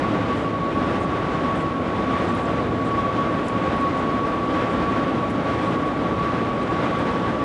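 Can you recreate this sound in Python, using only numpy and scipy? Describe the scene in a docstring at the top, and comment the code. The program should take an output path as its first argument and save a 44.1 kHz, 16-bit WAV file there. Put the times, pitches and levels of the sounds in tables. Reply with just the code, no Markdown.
"""Inside the cabin of a magnetically levitated train that slowly gains speed.
Air rushes along the body: turbulent noise, coloured by the shell and unsteady in level.
A gap whistles on one wavering pitch: noise in a narrow resonance that saturates.
The track's repeating motor segments hum on multiples of their passing rate, creeping up with speed.
Trim rustles and ticks faintly: clumped grains and dying bursts of resonant noise."""
import sys
import numpy as np
from scipy import signal
from scipy.fft import rfft, irfft
from scipy.io import wavfile
from scipy.ndimage import uniform_filter1d

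SR = 44100
rng = np.random.default_rng(int(sys.argv[2]) if len(sys.argv) > 2 else 0)


def dump(signal):
    """Clip the signal to [-1, 1] and save it as 16-bit WAV at the path in sys.argv[1]."""
    limited = np.clip(np.atleast_2d(signal).T, -1, 1)
    pcm = np.round(limited * 32767).astype(np.int16)
    wavfile.write(sys.argv[1], SR, pcm)


N = 328104  # length in samples


def gain_of(db):
    """Level definition: 20 dB is a tenfold amplitude."""
    return 10 ** (np.asarray(db) / 20)


def evened(x):
    """Normalisation: scales a signal to rms 1."""
    return x / np.sqrt(np.mean(x ** 2) + 1e-20)


def smooth_noise(count, size):
    """Moving average: smoothing white noise over size values leaves slow variation, here of rms 1."""
    return evened(uniform_filter1d(rng.standard_normal(count), size=size))


def columns(rows, t):
    """Linear interpolation: joins the rows of a curve table at the times t."""
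    s, *values = np.transpose(rows)
    return [np.interp(t, s, v) for v in values]


def over_log_frequency(rows, hz):
    """Logarithmic frequency scale: joins the rows of a spectrum table at the frequencies hz."""
    f, values = np.transpose(rows)
    return np.interp(np.log(hz + 1), np.log(f + 1), values)


def resonance_curve(hz, centre, width):
    """Lorentzian resonance: 1 at the centre, one half at half a width to either side."""
    return 1 / (1 + (2 * (hz - centre) / width) ** 2)


def add(mix, s, sound):
    """Superposition: lays a sound into the mix at s seconds."""
    part = mix[round(s * SR):][:len(sound)]
    part += sound[:len(part)]


def resonate(x, hz, width):
    """Heterodyne: shifts the curve hz to zero, smooths, shifts back, a resonance of gain 1."""
    turn = np.exp(2j * np.pi * np.cumsum(hz * np.ones(len(x))) / SR)
    r = np.exp(-np.pi * width / SR)
    smoothed = signal.lfilter([1 - r], [1, -r], x / turn)
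    return 2 * (turn * smoothed).real


def drift(t, per_s):
    """Random-phase superposition: sines up to per_s turns a second, slow ones stronger, to rms 1."""
    rates = np.geomspace(per_s / 10, per_s, num=20)
    phases = rng.random(len(rates))
    return evened(sum(np.sin(2 * np.pi * (f * t + p)) / np.sqrt(f) for f, p in zip(rates, phases)))


# spectrum of the air rush through the body shell: f/Hz, relative level per Hz/dB
RUSH_SPECTRUM = [(20, -43), (50, -12.5), (80, -5.5), (150, -6), (270, -1), (360, -6), (600, -7), (900, -12),
                 (1500, -16), (2300, -22), (3600, -29), (4300, -36), (7000, -46.5), (11000, -56.5)]
# cabin and panel resonances that lift or dip the rush: f/Hz, width/Hz, change/dB
CABIN_RESONANCES = [(170, 39, 3.5), (212, 21, -2), (244, 28, 1), (307, 32, 2.5), (521, 48, 2.5),
                    (1205, 69, 2.5), (1710, 50, -2.5), (671, 14, -1.5), (2770, 290, -1.5), (3820, 300, 0)]
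# swelling and sinking of the rush, before each pitch takes its share: t/s, level/dB
RUSH_SWELL = [(0, -22.5), (.55, -25), (.85, -23.5), (1.5, -23), (1.75, -25.5), (2.3, -22.5), (2.7, -24.5),
              (3, -24), (3.6, -23.5), (4.2, -23.5), (4.9, -22.5), (5.5, -23), (5.95, -25), (6.2, -23),
              (7.44, -23)]
# how far each pitch follows the swells, flicker and gusts: f/Hz, share (1 is fully)
FOLLOW_SHARE = [(50, .3), (400, 0.35), (1500, 1.0), (5000, 0.98), (10000, 0.67)]
BOOM_HZ, BOOM_WIDTH, BOOM_DB = 282, 98, 1.07  # a low resonance whose lift wavers about BOOM_DB


def rush(patchy_db=0.42, flicker_db=0.81, gust_db=0.86, lumpy_db=0.8):
    """Filtered turbulence: the shell colours broadband noise; its level varies in time and pitch."""
    hz = np.fft.rfftfreq(N, 1 / SR)
    colour_db = over_log_frequency(RUSH_SPECTRUM, hz)
    for centre, width, change_db in CABIN_RESONANCES:
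        colour_db += change_db * resonance_curve(hz, centre, width)
    steady = irfft(rfft(rng.standard_normal(N)) * gain_of(colour_db), N)

    # short-time spectrum, so that time and pitch can be weighted together
    hz, t, spectrum = signal.stft(evened(steady), SR, nperseg=1024, noverlap=768)
    patches = rng.standard_normal((len(hz), len(t)))
    patches = uniform_filter1d(patches, size=14, axis=0)
    patches = evened(uniform_filter1d(patches, size=12, axis=1))
    flicker = smooth_noise(len(t), 5)
    lumps = smooth_noise(len(t), 12)

    swell_db, = columns(RUSH_SWELL, t)
    mean_db = swell_db.mean()
    change_db = swell_db - mean_db + flicker_db * flicker + gust_db * drift(t, 8.)
    share = over_log_frequency(FOLLOW_SHARE, hz)[:, None]
    field_db = mean_db + share * change_db + patchy_db * patches
    boom = resonance_curve(hz[:, None], BOOM_HZ, BOOM_WIDTH)
    field_db += (BOOM_DB + lumpy_db * lumps) * boom
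    return signal.istft(spectrum * gain_of(field_db), SR, nperseg=1024, noverlap=768)[1][:N]


# drift of the whistle in pitch and strength: t/s, f/Hz, level/dB
WHISTLE_DRIFT = [(0, 1117, -26.5), (.3, 1130, -33), (.55, 1120, -28), (.95, 1130, -31), (1.5, 1113, -28),
                 (1.85, 1113, -30.5), (2.33, 1132, -29.5), (2.65, 1126, -32.5), (3.1, 1126, -27),
                 (3.6, 1123, -30.5), (3.9, 1116, -27.5), (4.3, 1125, -27.5), (4.85, 1127, -29.5),
                 (5.2, 1123, -29), (5.45, 1131, -36.5), (5.65, 1119, -28), (5.95, 1128, -32.5),
                 (6.25, 1133, -27.5), (6.75, 1122, -29.5), (7.25, 1126, -32), (7.44, 1144, -29.5)]


def whistle(t, width=50, hold=.18):
    """Narrow-band excitation: turbulence in a gap's resonance breaks its tone into quick beads."""
    hz, db = columns(WHISTLE_DRIFT, t)
    blur = rng.standard_normal(N)
    for _ in range(3):
        blur = resonate(blur, hz, width)  # width in Hz of each pass
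    # the whistle feeds itself and saturates: weak beads grow, strong ones are held back
    envelope = abs(signal.hilbert(evened(blur)))
    held = blur / (envelope + .1) ** hold
    return gain_of(db) * evened(resonate(held, hz, width))


# speed of the train: t/s, speed/(m/s)
TRAIN_SPEED = [(0, 113.86), (3.72, 115.84), (7.44, 117.47)]
# steady tones of the passing motor segments: multiple of the segment rate, mean rms level/dB
HUM_TONES = [(1, -41), (3, -40.5), (4, -47.5), (6, -46.5)]
# thin tone of the slots, which comes and goes: t/s, rms level/dB
SLOT_LEVEL = [(0, -66), (1.2, -44), (2.3, -45), (3.7, -57), (4.8, -41), (5.7, -50), (6.3, -45), (7.44, -50)]
SEGMENT_M, SLOTS = 1.032, 12  # segment length in m, slots to a segment
HUM_WAVER_DB = 1.5  # rms waver of each hum tone


def motor(t):
    """Periodic excitation: each passing segment is one turn, and tones are multiples of that rate."""
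    speed, = columns(TRAIN_SPEED, t)
    turns = np.cumsum(speed / SEGMENT_M) / SR
    slot_db, = columns(SLOT_LEVEL, t)
    tones = gain_of(slot_db) * np.sin(2 * np.pi * SLOTS * turns)
    coarse = t[::441]  # every 10 ms is enough for a slow waver
    for multiple, db in HUM_TONES:
        waver_db = HUM_WAVER_DB * np.interp(t, coarse, drift(coarse, 1.51))
        phase = 2 * np.pi * (round(multiple) * turns + rng.random())
        tones += gain_of(db + waver_db) * np.sin(phase)
    return np.sqrt(2) * tones  # a sine of rms 1 peaks at root 2


# soft rustles of the trim: t/s, length/s, rms level before the fades/dB
TRIM_RUSTLES = [(.33, .12, -61), (1, .06, -59), (1.552, 0.094, -60), (2.19, .16, -62), (2.347, .12, -60),
                (2.838, .063, -58), (3.424, 0.1, -58), (3.958, .055, -59), (4.683, 0.066, -60),
                (5.283, .046, -61), (5.6, .12, -61), (5.85, .05, -62)]
RUSTLE_HZ = 7700


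def rustles(clump_db=1.8, rustle_width=3500):
    """Modulated noise: grains of uneven strength, in clumps, excite a broad resonance."""
    out = np.zeros(N)
    for s, length, db in TRIM_RUSTLES:
        count = round(length * SR)
        clumps = gain_of(clump_db * smooth_noise(count, 150))
        grains = rng.standard_normal(count) * clumps
        for _ in range(2):
            grains = resonate(grains, RUSTLE_HZ, rustle_width)
        add(out, s, gain_of(db) * evened(grains) * signal.windows.tukey(count, .5))
    return out


# dry ticks of the trim: t/s, starting rms level/dB, f/Hz, time to fall 60 dB/s, width/Hz
TRIM_TICKS = [(1.003, -54, 8300, .05, 1500), (1.030, -51, 6800, .06, 900), (1.557, -52, 8300, .05, 1500),
              (2.185, -55, 8500, .05, 1500), (2.288, -52, 7450, .09, 450), (2.351, -40, 10000, .009, 3000),
              (2.433, -54, 9000, .015, 3000), (2.452, -51, 7500, .08, 450), (3.465, -55, 7150, .02, 1500),
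              (3.484, -35, 6500, .019, 7000), (3.766, -52, 9800, .017, 1500), (3.799, -52, 8500, .03, 1500),
              (3.810, -49, 8000, .02, 3000), (3.996, -49, 7100, .03, 1500), (4.273, -49, 9500, .014, 3000),
              (5.301, -49, 8500, .04, 5000), (6.629, -52, 8200, .035, 1500), (6.988, -53, 8200, .04, 1500)]


def ticks():
    """Exponential decay: each tick is resonant noise whose level falls steadily in dB."""
    out, t = np.zeros(N), np.arange(3000) / SR
    for s, db, hz, t60, width in TRIM_TICKS:
        burst = rng.standard_normal(len(t))
        for _ in range(2):
            burst = resonate(burst, hz, width)
        add(out, s, gain_of(db - 60 * t / t60) * evened(burst))
    return out


def scene():
    """Superposition: the pressures of all sources add at one microphone."""
    t = np.arange(N) / SR
    return (rush() + whistle(t) + motor(t) + rustles() + ticks())[None]


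EDGE_HZ = 11005  # upper edge of the band


def record(dry):
    """Band limitation: a steep low-pass removes the treble above EDGE_HZ."""
    low_pass = signal.firwin(4095, EDGE_HZ, window=("kaiser", 9), fs=SR)
    return signal.oaconvolve(dry, low_pass[None], "same")


dry = scene()
out = record(dry)
dump(out)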